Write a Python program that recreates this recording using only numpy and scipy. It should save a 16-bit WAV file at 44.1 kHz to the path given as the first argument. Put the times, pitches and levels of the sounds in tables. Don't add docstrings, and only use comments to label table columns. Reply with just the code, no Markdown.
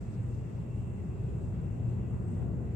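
import sys
import numpy as np
from scipy import signal
from scipy.fft import rfft, irfft, next_fast_len
from scipy.io import wavfile

SR = 44100
rng = np.random.default_rng(int(sys.argv[2]) if len(sys.argv) > 2 else 0)


def wav_out(sig):
    wavfile.write(sys.argv[1], SR, np.round(np.clip(np.atleast_2d(sig).T, -1, 1) * 32767).astype(np.int16))


N = 121275


# time in seconds, level in dB, left minus right in dB.
MIC_NEARNESS = [(0, -37, -4), (.35, -37.5, 0), (.7, -37, -2), (1.05, -36.5, -1.5), (1.4, -35, -2),
                (1.7, -35.5, 0.5), (1.95, -34.5, -1), (2.07, -35, -1), (2.17, -33, 1), (2.28, -35.5, -0.5),
                (2.42, -33, 0), (2.58, -34, -1), (2.75, -37, -1.5)]
# frequency in Hz, relative spectral density in dB.
RUMBLE_SPECTRUM = [(18, -37.5), (30, -21), (42, -14.5), (58, 0), (80, -2), (103, 2), (130, -4.5), (170, -3),
                   (240, -10.5), (270, -15.5), (300, -15), (340, -15), (420, -17.5), (455, -21.5),
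                   (495, -21.5), (540, -24.5), (700, -29), (1000, -36), (1600, -45.5), (2200, -67.5)]

def rumble():
    level_db, left_db = in_time(MIC_NEARNESS)
    return from_db(level_db) * pan(left_db) * moving_air(RUMBLE_SPECTRUM, flicker_db=1.17)


# frequency in Hz, side minus mid in dB.
AIR_WIDTH = [(60, -18), (110, -5), (200, -9.5), (380, -7.5), (700, -1.5), (1290, 0), (2380, -1.5),
             (4400, -0.5), (8120, -0.5), (15000, 0.5)]
# frequency in Hz, left minus right in dB.
AIR_BALANCE = [(60, 1.2), (170, 2.5), (270, 4.5), (450, 5.5), (700, 1), (1100, 2.2), (1700, -1.5),
               (2600, 1), (4000, 2.5), (5800, 7.5), (6800, 8), (8300, -0.5)]
# frequency in Hz, left lead in radians.
AIR_LEFT_LEAD = [(40, 0.75), (110, 0.073), (220, 0.2), (340, 0.69), (550, -0.6), (1800, -0.046), (2300, -1),
                 (2900, 0.31), (4000, 0.61), (8000, .9)]

def moving_air(spectrum, flicker_db):
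    size, hz = fft_grid()
    low_hz, high_hz = spectrum[0][0], spectrum[-1][0]
    mid, side = rfft(rng.standard_normal((2, size)))
    side = side * from_db(at_hz(AIR_WIDTH, hz))
    left = (mid + side) * np.exp(1j * at_hz(AIR_LEFT_LEAD, hz))
    colour = from_db(at_hz(spectrum, hz)) * ((hz > low_hz) & (hz < high_hz))
    stereo = np.array([left, mid - side]) * pan(at_hz(AIR_BALANCE, hz)) * colour
    out, half_octaves = 0, 2 * np.log2(hz)
    for centre in range(int(2 * np.log2(low_hz)), int(2 * np.log2(high_hz)) + 2):
        window = np.clip(1 - np.abs(half_octaves - centre), 0, 1)
        band = irfft(stereo * window, size)[:, :N]
        out = out + band * from_db(flicker_db * drift(3.47))
    return out / np.sqrt(np.mean(out.mean(axis=0) ** 2))


# time in seconds, pitch in Hz, level in dB.
BLADE_PASSING = [(0, 121.1, -44.5), (.25, 120.6, -42), (.45, 121.1, -46), (.7, 121.3, -38.5),
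                 (.88, 121.3, -39.5), (1.02, 121.2, -47.5), (1.25, 121.8, -40), (1.57, 121.6, -46.5),
                 (1.9, 121.1, -38.5), (2.05, 121.4, -38), (2.22, 121.4, -44.5), (2.42, 121, -40.5),
                 (2.75, 120.8, -41.5)]

def blade_tone(waver_db=2.0, left_lead_rad=0.14):
    hz, level_db = in_time(BLADE_PASSING)
    phase = 2 * np.pi * (np.cumsum(hz) / SR + rng.random())
    tone = np.sqrt(2) * np.sin(phase + np.array([[left_lead_rad], [0]]))
    return pan(left_db=0.5) * from_db(level_db + waver_db * drift(3.6)) * tone


# time in seconds, level in dB.
HISS_LOUDNESS = [(0, -69.5), (.14, -69), (.35, -69), (.6, -69.5), (1.3, -71), (2.0, -71), (2.75, -71.5)]
# frequency in Hz, relative spectral density in dB.
HISS_SPECTRUM = [(900, -6), (1400, -6), (1800, -2), (2100, -1), (2420, -4.5), (2520, -5), (2800, -4.5),
                 (2950, -10.5), (3400, -12.5), (3800, -16.5), (5500, -18.5), (6500, -17), (7300, -9),
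                 (7900, -9.5), (8400, -16.5), (9400, -21), (10500, -48)]

def hiss():
    level_db, = in_time(HISS_LOUDNESS)
    return from_db(level_db) * moving_air(HISS_SPECTRUM, flicker_db=1.8)


# pitch in Hz, width in Hz, gain in dB,
# left minus right in dB, waver in dB.
WEAK_WHISTLES = [(1370, 110, -82, 0, 2.5), (1960, 110, -82.5, 0, 2), (2245, 45, -88, 0, 2.5),
                 (2560, 130, -82.5, 2.5, 2.5), (2790, 60, -85, 2.5, 2.5), (6756, 30, -95, 7, 2.5),
                 (7147, 25, -94, 1, 2.5)]
# pitch in Hz, width in Hz, left minus right in dB.
SHIFTING_WHISTLES = [(2700, 45, 1.5), (8092, 70, 0), (5790, 40, 14)]
# time in seconds, then gains of the first, second and third in dB.
SHIFTING_GAINS = [(0, -90, -84, -100), (0.2, -77.5, -80, -102), (.5, -77, -83.5, -103),
                  (.85, -74.5, -82, -104), (1.3, -79.5, -93, -106), (1.6, -81, -85, -106),
                  (1.72, -72, -82, -100), (1.82, -82.5, -87, -105), (1.899, -74, -92, -100),
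                  (1.99, -87, -97, -94), (2.08, -80, -94, -104), (2.3, -84, -72.5, -101),
                  (2.55, -92, -98, -108), (2.75, -86, -89, -108)]

def whistles(tone_share=0.5):
    out = 0
    for hz, width_hz, gain_db, left_db, waver_db in WEAK_WHISTLES:
        out = out + from_db(gain_db + waver_db * drift(0.94)) * breath(hz, width_hz, left_db)
    for whistle, gain_db in zip(SHIFTING_WHISTLES, in_time(SHIFTING_GAINS)):
        tone = np.sqrt(tone_share) * wobbling_tone(*whistle)
        noise = np.sqrt(1 - tone_share) * breath(*whistle)
        out = out + from_db(gain_db) * (tone + noise)
    return out


def breath(hz, width_hz, left_db):
    radius = np.exp(-np.pi * width_hz / SR)
    resonance = [1, 0, -1, 1, -2 * radius * np.cos(2 * np.pi * hz / SR), radius * radius]
    mid, side = rms_one(signal.sosfilt([resonance, resonance], rng.standard_normal((2, N))))
    return pan(left_db) * (mid + 0.45 * side * [[1], [-1]])


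def wobbling_tone(hz, width_hz, left_db):
    cycles = np.cumsum(hz + width_hz / 2 * drift(25)) / SR + rng.random()
    return pan(left_db) * np.sqrt(2) * np.sin(2 * np.pi * cycles)


# peak time in seconds, spread (sigma) in seconds,
# left peak level in dB, low and high band edges in Hz.
PORT_RUSTLES = [(0.023, 0.052, -75, 4500, 6800), (.145, 0.022, -69.5, 3180, 6800),
                (.34, 0.017, -73.5, 3200, 6850), (0.583, 0.016, -81, 3250, 6800),
                (.77, 0.059, -80.5, 3840, 6200), (1.557, .03, -75.5, 3003, 3620),
                (1.92, 0.046, -77, 2950, 4313), (2.4, .05, -78, 2941, 3600)]

def rustles(right_db=-14):
    t, out = np.arange(N) / SR, 0
    for peak_s, spread_s, level_db, low_hz, high_hz in PORT_RUSTLES:
        band = signal.butter(2, [low_hz, high_hz], "band", fs=SR, output="sos")
        noise = rms_one(signal.sosfilt(band, rng.standard_normal((2, N))))
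        puff = np.exp(-.5 * ((t - peak_s) / spread_s) ** 2)
        out = out + from_db(level_db) * puff * noise
    return out * from_db([[0], [right_db]])


# frequency in Hz, relative spectral density in dB.
SHEEN_SPECTRUM = [(7600, -18.5), (8600, -7), (9500, -7.5), (11500, 4), (13500, -4.5), (15000, -0.5),
                  (17000, -1)]

def sheen(level_db=-83, unshared_db=-15.5, lag_s=.000294):
    size, hz = fft_grid()
    shared, *unshared = rfft(rng.standard_normal((3, size)))
    left = -shared * np.exp(-2j * np.pi * hz * lag_s)
    stereo = np.array([left, shared]) + from_db(unshared_db) * np.array(unshared)
    colour = from_db(at_hz(SHEEN_SPECTRUM, hz)) * (hz > SHEEN_SPECTRUM[0][0])
    return from_db(level_db) * rms_one(irfft(stereo * colour, size)[:, :N])


# pitch in Hz, level in dB,
# left minus right in dB, left lead in cycles.
MOTOR_WHINES = [(3711, -99, 13, .25), (6600, -100, 11, .25), (7553, -91, 6, .1), (8682, -107, -1.5, 0),
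                (12000, -106, 0, 0), (12200, -107, 0, 0)]

def whines(waver_db=0.5):
    t, out = np.arange(N) / SR, 0
    for hz, level_db, left_db, lead in MOTOR_WHINES:
        gain = pan(left_db) * from_db(level_db - waver_db * drift(1.0))
        cycles = hz * t + rng.random() + np.array([[lead], [0]])
        out = out + gain * np.sqrt(2) * np.sin(2 * np.pi * cycles)
    return out


def drift(corner_hz):
    hop, run_in = 40, 2000
    pole = np.exp(-2 * np.pi * corner_hz * hop / SR)
    noise = rng.standard_normal(N // hop + run_in + 2)
    slow = signal.lfilter([1], [1, -2 * pole, pole * pole], noise)[run_in:]
    return np.interp(np.arange(N) / hop, np.arange(len(slow)), rms_one(slow))


def from_db(db):
    return 10 ** (np.asarray(db) / 20)


def rms_one(x):
    return x / np.sqrt(np.mean(x ** 2) + 1e-20)


def pan(left_db):
    return from_db(np.array([left_db / 2, -left_db / 2])).reshape(2, -1)


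def in_time(rows):
    seconds, *columns = np.transpose(rows)
    return [np.interp(np.arange(N) / SR, seconds, column) for column in columns]


def at_hz(rows, hz):
    row_hz, values = np.transpose(rows)
    return np.interp(np.log(hz), np.log(row_hz), values)


def fft_grid():
    size = next_fast_len(N)
    return size, np.maximum(np.arange(size // 2 + 1) * SR / size, 1)


def scene():
    return rumble() + blade_tone() + hiss() + sheen() + whistles() + whines() + rustles()


def record(dry, fade_in_s=.012, cutoff_hz=15720):
    fade_in = np.minimum(np.arange(N) / (fade_in_s * SR), 1)
    low_pass = signal.ellip(12, .3, 60, cutoff_hz, fs=SR, output="sos")
    return signal.sosfilt(low_pass, dry * fade_in)


dry = scene()
out = record(dry)
wav_out(out)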